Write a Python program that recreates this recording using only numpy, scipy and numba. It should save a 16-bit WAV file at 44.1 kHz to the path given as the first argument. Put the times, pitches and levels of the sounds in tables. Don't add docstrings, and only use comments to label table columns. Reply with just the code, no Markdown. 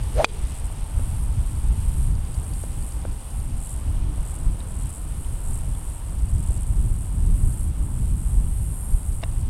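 import sys
import numpy as np
from scipy import signal
from scipy.fft import rfft, irfft, next_fast_len
from scipy.io import wavfile
from scipy.ndimage import uniform_filter1d, map_coordinates
from numba import njit

SR = 44100
rng = np.random.default_rng(int(sys.argv[2]) if len(sys.argv) > 2 else 0)


def field_ratio(decibels):
    return 10 ** (np.asarray(decibels, dtype=float) / 20)


def unload_audio(sound):
    columns = np.transpose(np.atleast_2d(sound))
    steps = np.round(np.clip(columns, -1, 1) * 32767)
    wavfile.write(sys.argv[1], SR, steps.astype(np.int16))


N = 418509
T = np.arange(N) / SR
STRIKE_S = .24475

# time in seconds, strength in dB, lean to small eddies in dB.
BREEZE = [(0.0, -26.91, 0.7), (0.55, -32.3, 0.95), (1.1, -23.81, -0.65), (1.5, -29.66, 0.32),
          (1.95, -21.09, -1.66), (2.3, -28.03, 0.47), (2.7, -33.24, 5.41), (3.3, -37.26, -0.09),
          (3.6, -32.42, 0.81), (4.1, -30.59, 5.51), (4.7, -34.57, 4.09), (5.4, -30.28, -0.17),
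          (6.1, -29.93, 0.01), (6.95, -23.59, 0.46), (7.7, -25.66, 4.07), (8.2, -26.23, 2.47),
          (8.7, -30.18, 2.05), (9.49, -24.08, -1.15)]
# centre in seconds, swell in dB, length in seconds, smallness in dB.
EDDIES = [(0.195, 5.1, 0.075, 1.7), (0.434, 4.8, 0.076, -7.5), (0.654, 8.3, 0.057, 4.4),
          (1.008, 5.3, 0.2, 3.0), (1.4, 6.5, 0.054, 9.0), (1.671, 5.7, 0.067, -5.2),
          (2.132, 4.6, 0.19, 1.4), (2.816, 7.0, 0.11, -12.5), (3.086, 9.6, 0.08, -5.9),
          (3.487, 5.6, 0.18, -3.8), (3.886, 10.3, 0.051, 12.3), (4.008, 8.3, 0.2, -9.7),
          (4.197, 7.8, 0.055, -1.9), (4.476, 10.5, 0.14, -6.7), (4.749, 4.4, 0.068, -7.5),
          (4.859, 4.1, 0.059, 7.9), (5.286, 3.9, 0.07, -12.9), (5.48, 7.3, 0.13, -4.7),
          (6.358, 10.6, 0.14, 9.2), (6.695, 5.6, 0.058, 8.0), (6.799, 6.7, 0.086, -8.8),
          (7.318, 7.6, 0.092, -2.4), (7.443, 6, 0.062, -2.1), (8.022, 6.3, 0.053, 7.7),
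          (8.143, 6.3, 0.047, -5.6), (8.386, 6.3, 0.089, -5.0), (8.942, 8.4, 0.07, -2.3),
          (9.089, 3.4, 0.077, 2.1), (9.294, 4.7, 0.05, 4.9), (9.429, 0.7, 0.07, 4.6)]
# frequency in Hz, level in dB per Hz.
WIND_SPECTRUM = [(7.1, -34), (12, -6), (38, 1), (60, 0), (134, -13.5), (194, -23.5), (420, -39.5),
                 (550, -66), (920, -120)]
# frequency in Hz, level in dB per Hz.
ROAD_SPECTRUM = [(150, -32), (250, 5.5), (276, -11.5), (304, 0.5), (330, -9.5), (502, -9), (731, -9.5),
                 (902, -8.5), (1640, -18), (2950, -13.5), (4120, -19.5), (6090, -21), (7000, -19.5),
                 (9100, -57), (15400, -120)]
# start in seconds, end in seconds, pitch in Hz, level in dB.
MOTOR_WHINES = [
    (.4, 2.0, 797, -66),
    (2.0, 3.9, 799, -59),
    (.6, 2.1, 883, -59),
    (3.6, 4.6, 890, -60),
    (5.1, 6.7, 923, -59),
    (2.2, 6.2, 307, -56),
    (2.2, 6.0, 228, -57),
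]
# peak in seconds, swell in dB, rise in seconds,
# ripple of the ground bounce in dB.
PHRASES = [(.22, 3, .2, 1.4), (.66, 4.5, 0.27, 0), (1.2, 3.5, .3, 1.4), (1.55, 2, .2, .6),
           (2.03, 4, 0.31, 1.6), (2.2, -1.5, .08, .5), (2.62, 4.5, .3, 1.3), (2.89, 4.5, 0.13, 1.3),
           (3.4, 1, 0.24, 1.2), (3.7, 7.5, .11, .8), (4.07, -3.5, 0.15, .8), (4.35, 4.5, .13, 0),
           (4.93, 5, .22, 0), (5.3, 2, 0.22, 1.2), (5.53, 7, .1, .8), (5.9, 2.5, 0.23, .8),
           (6.6, 4, .3, -1), (7.0, 2, .3, .3), (7.6, 4.5, .3, 1.2), (7.72, -3, .03, 0), (8.3, 2, .4, .3),
           (8.9, 3, .4, 2.8), (9.12, 2.5, .15, 1)]
# frequency in Hz, level in dB per Hz.
CHORUS_SPECTRUM = [(4500, -40), (6300, -29), (7200, -14), (8000, -3), (8800, 2), (9600, -2.5), (10400, -5),
                   (11500, -8), (12300, -13.5), (13300, -14.5), (14500, -21), (15800, -22.5)]
# frequency in Hz, level in dB per Hz.
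NEAR_SPECTRUM = [(5000, -39), (6400, -19.5), (7300, -8), (8100, 4), (9000, -1.5), (10500, -4), (12000, -13),
                 (13500, -27), (15800, -41)]
# first tick in seconds, gap in seconds, number of ticks,
# level in dB, share of the sweep where loudest.
SPRINKLER_SWEEPS = [
    (.0353, .0963, 2, -46, 0),
    (2.1525, .0961, 17, -46, .35),
    (5.5226, .0955, 16, -50, .7),
    (8.9346, .0954, 6, -50, .5),
]
# first tick in seconds, gap in seconds, number of ticks, level in dB.
SPRINKLER_RETURNS = [
    (1.342, .0428, 21, -53.5),
    (4.603, .0428, 17, -61),
    (7.05, .043, 16, -56),
]
# frequency in Hz, level in dB, 60 dB decay in seconds.
ARM_MODES = [(4680, -2, 0.014), (6850, 1.5, 0.0095), (5800, -4, 0.0093)]
# start in seconds, peak in dB, pitch in Hz, 60 dB decay in seconds, edge in dB.
TURF_TAPS = [
    (0.699, -39, 899, 0.012, -14),
    (0.993, -37, 579, 0.014, -17),
    (2.636, -29, 550, 0.0085, -23),
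    (3.05, -28.5, 560, 0.012, -7),
    (4.178, -39.5, 570, 0.014, -12),
    (6.503, -39, 493, 0.012, -14),
    (3.9664, -50, 3120, 0.013, -15),
    (4.6024, -43.5, 3760, 0.015, -15),
    (5.2455, -47, 3040, 0.014, -15),
    (5.7483, -49, 3400, 0.015, -15),
]
# start in seconds, level in dB, frequency in Hz, 60 dB decay in seconds.
FAR_STRIKE = [(9.218, -44, 2000, .01), (9.2275, -32, 3000, 0.0032), (9.2295, -30, 728, 0.039),
              (9.2315, -36, 1200, 0.029), (9.2358, -25.5, 2770, 0.015), (9.2352, -38, 1900, 0.0057),
              (9.2355, -40, 4600, .007), (9.2355, -24.5, 690, 0.022), (9.2357, -30.5, 3800, 0.013),
              (9.2355, -41, 6000, 0.0046), (9.2348, -40, 5220, 0.0046), (9.2353, -30, 1620, 0.0081)]
# time in seconds, whoosh in dB, eddy pitch in Hz, hiss in dB above the whoosh.
DOWNSWING = [
    (.11, -54, 350, -6),
    (.14, -42, 390, -10),
    (.165, -33, 470, -14),
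    (.185, -25, 570, -15),
    (.205, -21, 660, -18),
    (.22, -25, 690, -15),
    (.232, -30, 590, -12),
    (.243, -28, 470, -13),
    (.46, -40, 290, -8),
]
# frequency in Hz, level in dB, 60 dB decay in seconds.
HEAD_MODES = [(800, -12, .018), (1384, -12, .012), (2050, -18, .01), (2480, 5, .015), (2950, -2, .014),
              (3550, -4, .011), (3960, 0, .012), (4592, -3, .018), (5300, -6, .012), (6150, -8, .013),
              (7700, -10, .01), (9119, -16, .009)]
# delay in seconds, level in dB, spread in seconds.
REFLECTIONS = [
    (.0035, -19, .0004),
    (.0105, -39, .001),
    (.038, -53, .013),
    (.057, -55, .004),
]


def curves(table):
    s, *columns = np.transpose(table)
    return [np.interp(T, s, c) for c in columns]


def bumps(table, fall_s=None):
    s, _, length, _ = np.transpose(table)[:, :, None].astype(np.float32)
    late = T.astype(np.float32)[::32] - s
    return np.exp(-(late / np.where(late < 0, length, fall_s or length)) ** 2)


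def stretch(slow):
    return np.interp(T, T[::32], slow)


def unit(x):
    return x / np.sqrt(np.mean(x ** 2))


def even(x, hold_s):
    return unit(x / np.sqrt(uniform_filter1d(x ** 2, int(hold_s * SR)) + .05))


def colour(x, points, lo_hz=0, hi_hz=SR):
    size = next_fast_len(N, True)
    hz = np.fft.rfftfreq(size, 1 / SR) + 1
    f, db = np.transpose(points)
    edges = 1 / np.sqrt((1 + (lo_hz / hz) ** 10) * (1 + (hz / hi_hz) ** 10))
    gain = field_ratio(np.interp(np.log(hz), np.log(f), db)) * edges
    return unit(irfft(rfft(x, size) * gain, size)[:N])


def walk(rate):
    k = int(SR / rate)
    held = np.repeat(rng.standard_normal(N // k + 1), k)
    return unit(uniform_filter1d(uniform_filter1d(held, k), k)[:N])


def add(out, s, db, hz, t60, rough=0):
    t = np.arange(int(.06 * SR)) / SR
    grit = 4 * np.convolve(rng.standard_normal(len(t)), np.hanning(24) / 12, "same")
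    envelope = field_ratio(db - 60 * t / t60) * np.tanh(t / .0001)
    ring = envelope * np.sin(2 * np.pi * hz * t) * (1 + rough * grit)
    i = int(s * SR)
    out[i:i + len(t)] += ring[:N - i]


@njit
def svf(x, hz, sharp):
    y, b, l = np.empty(len(x)), 0., 0.
    for i in range(len(x)):
        g = np.tan(np.pi * hz[i] / SR)
        v = (b + g * (x[i] - l)) / (1 + g * (g + 1 / sharp))
        b, l, y[i] = 2 * v - b, l + 2 * g * v, v / sharp
    return y


@njit
def duck(x, heard, top, attack, release):
    y, e = np.empty(len(x)), 0.
    for i in range(len(x)):
        y[i] = x[i] * min(1., top / (e + 1e-9))
        e += (abs(heard[i]) - e) * (attack if abs(heard[i]) > e else release)
    return y


def wind():
    breeze_db, lean_db = curves(BREEZE)
    passing = bumps([(s, db, length * 0.54, small) for s, db, length, small in EDDIES])
    _, swells, _, smallness = np.transpose(EDDIES)
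    swell_db, small_db = stretch(swells @ passing), stretch(smallness @ passing)
    big_db = swell_db - np.maximum(small_db, 0)
    buffet_db = -4 + .6 * lean_db + big_db + small_db
    flutter_db = -14.5 + lean_db + 0.71 * big_db + 0.35 * small_db
    burst = walk(14)
    out = np.zeros(N)
    for lo, hi, db, burst_db in [(0, 58, big_db, 1.8), (60.5, 139, buffet_db, 2.6), (139.5, 464, flutter_db, 2.2)]:
        noise = even(colour(rng.standard_normal(N), WIND_SPECTRUM, lo, hi), .22)
        out += field_ratio(breeze_db + 2 + db + burst_db * burst) * noise
    for s, db, _, small in EDDIES:
        i = int(s * SR)
        thump_s = max(.006 - .00025 * small, .002)
        x = np.arange(-2000, 2000) / SR / thump_s
        out[i - 2000:i + 2000] += field_ratio(breeze_db[i] - 4 + 2 * db) * (1 - x ** 2) * np.exp(-x ** 2 / 2)
    return out


def road():
    leaving_db = 3 * np.exp(-T / 0.67)
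    passing_db = 1.2 * np.exp(-((T - 4.3) / .5) ** 2)
    car_db = leaving_db + passing_db - .4
    hum_db = -47.5 + car_db - 0.225 * T + 0.69 * walk(9)
    hiss_db = -53.5 + car_db - 0.56 * T + 0.67 * walk(12)
    out = field_ratio(hum_db) * colour(rng.standard_normal(N), ROAD_SPECTRUM, 285, 1705)
    out += field_ratio(hiss_db) * colour(rng.standard_normal(N), ROAD_SPECTRUM, 1490, 6950)
    for start, end, hz, db in MOTOR_WHINES:
        fade = np.clip(np.minimum(T - start, end - T) / 0.3, 0, 1)
        phase = 2 * np.pi * np.cumsum(hz * (1 + .006 * walk(5))) / SR
        out += fade * field_ratio(db + 1 + 2.0 * walk(6)) * np.sin(phase)
    return out


def singer(song, rate, clicks, gap, skipped, fade_db, jitter, drift, scatter_db, top_hz):
    chance = rng.standard_normal((1200, 10))
    start = (np.cumsum(1 + drift * chance[:, 9]) + jitter * chance[:, 0]) / rate + .005
    sounded = rng.random(len(chance)) > skipped
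    pulses = np.zeros(2 * N)
    for k in range(clicks):
        at = start + gap * (k + .12 * chance[:, 1 + k])
        np.add.at(pulses, (at * SR).astype(int), sounded * field_ratio(fade_db * k + scatter_db * chance[:, 5 + k]))
    return colour(pulses[:N], song, 5000, top_hz)


def cicadas():
    phrase = bumps(PHRASES, 0.072)
    _, swells, _, ripples = np.transpose(PHRASES)
    swell_db = stretch(swells @ phrase)
    ripple_db = .35 + stretch(ripples @ phrase)
    chorus_db = -48 + 0.26 * T + swell_db - 40 * np.maximum(T - 9.4, 0)
    share = np.clip(field_ratio(-6 + 0.96 * swell_db - 2.5 * (ripple_db - .7)), 0, .8)
    near = singer(NEAR_SPECTRUM, rate=87.6, clicks=4, gap=.00145, skipped=.28, fade_db=0,
                  jitter=.07, drift=.05, scatter_db=-0.5, top_hz=15000)
    steady = singer(CHORUS_SPECTRUM, rate=102.8, clicks=3, gap=.00324, skipped=.02, fade_db=-6,
                    jitter=.02, drift=.004, scatter_db=1.5, top_hz=12500)
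    far = field_ratio(0.55 * walk(30)) * colour(rng.standard_normal(N), CHORUS_SPECTRUM, 5400)
    trees = unit(far + field_ratio(-2) * steady)
    lag_ms = .703 + .003 * walk(2.5) - .002 * swell_db
    bounce = np.clip(.36 * ripple_db, 0, .9)
    delayed = map_coordinates(trees, [np.arange(N) - lag_ms * SR / 1000], order=3)
    trees = (trees + bounce * delayed) / np.sqrt(1 + bounce ** 2)
    trees = trees + .3 * (ripple_db - 1.2) * svf(trees, np.full(N, 11000.), 3.0)
    return field_ratio(chorus_db) * (share * near + np.sqrt(1 - share ** 2) * trees)


def sprinkler():
    out = np.zeros(N)
    ticks = []
    for s, gap, count, db, loudest in SPRINKLER_SWEEPS:
        for k in range(int(count)):
            turned_db = -16 * (k / count - loudest) ** 2
            ticks.append((s + gap * k, db + turned_db + 1.5 * rng.standard_normal()))
    for s, gap, count, db in SPRINKLER_RETURNS:
        for k in range(int(count)):
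            ticks.append((s + gap * k, db + 2 * rng.standard_normal()))
    for s, db in ticks:
        for hz, mode_db, t60 in ARM_MODES:
            add(out, s, db + mode_db + 3.5, hz, t60, rough=.3)
    return out


def turf_taps():
    out = np.zeros(N)
    for s, db, hz, t60, edge_db in TURF_TAPS:
        add(out, s + 0.0022, db + edge_db, 2.78 * hz, .012, rough=0.38)
        add(out, s + 0.00186, db + 8.0, hz, t60, rough=.1)
    return out


def far_strike():
    out = np.zeros(N)
    for s, db, hz, t60 in FAR_STRIKE:
        add(out, s, db, hz, t60, rough=0.64)
    return out


def swing():
    whoosh_db, hz, hiss_db = curves(DOWNSWING)
    start_s, end_s = DOWNSWING[0][0], DOWNSWING[-1][0]
    rise = np.clip((T - start_s) / 0.051, 0, 1)
    follow_through = np.clip((STRIKE_S + 0.0045 - T) / 0.0043, field_ratio(-13), 1)
    moving = rise * follow_through * (T < end_s)
    eddies = unit(svf(svf(rng.standard_normal(N), hz, 4.2), hz, 2.2))
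    hiss_spectrum = [(900, -20), (1200, 2.5), (3500, -3), (7000, -11), (12000, -31)]  # Hz, dB per Hz
    hiss = colour(rng.standard_normal(N), hiss_spectrum)
    return moving * field_ratio(whoosh_db) * (eddies + field_ratio(hiss_db) * hiss)


def strike():
    squash_s, rebound_s, leave_s = .0003, .00052, .00007
    t = T - STRIKE_S - .00005
    out = 1.55 * np.sin(np.pi * np.clip(t / squash_s, 0, 1) ** .75)
    rebound_times = [0, 2 * leave_s, rebound_s - 2 * leave_s, rebound_s, rebound_s + leave_s]
    out += np.interp(t - squash_s, rebound_times, [0, -.8, -.8, -2.1, 0])
    add(out, STRIKE_S, -17, 8600, .005, rough=.6)
    add(out, STRIKE_S + .0003, -32, 14500, .006, rough=.6)
    add(out, STRIKE_S + .0002, -24, 10800, .007, rough=.6)
    for hz, db, t60 in HEAD_MODES:
        add(out, STRIKE_S + .0003 + 1.6 / hz, db - 6, hz, t60, rough=.3)
    thin = signal.sosfilt(signal.butter(2, [3600, 15000], "band", fs=SR, output="sos"), out)
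    for lag, db, spread in REFLECTIONS:
        scatter = rng.standard_normal(1024)[:max(int(spread * SR), 8)]
        out = out + field_ratio(db) * np.roll(signal.fftconvolve(thin, scatter)[:N], int(lag * SR))
    return out


def scene():
    background = wind() + road() + cicadas() + sprinkler()
    return (background + turf_taps() + far_strike() + swing() + strike())[None]


def roll_off(x):
    return signal.sosfilt(signal.butter(12, 16090, fs=SR, output="sos"), x)


def record(dry):
    heard = signal.sosfilt(signal.butter(2, 250, "high", fs=SR, output="sos"), dry[0])
    attack_s, release_s = .001, .075
    held = duck(dry[0], heard, .22, 1 / (attack_s * SR), 1 / (release_s * SR))
    rounded = 1.252 * np.tanh(held / 1.254)
    mix = signal.sosfilt(signal.ellip(8, .2, 60, 15900, fs=SR, output="sos"), rounded)[None]
    return roll_off(mix)


dry = scene()
out = record(dry)
unload_audio(out)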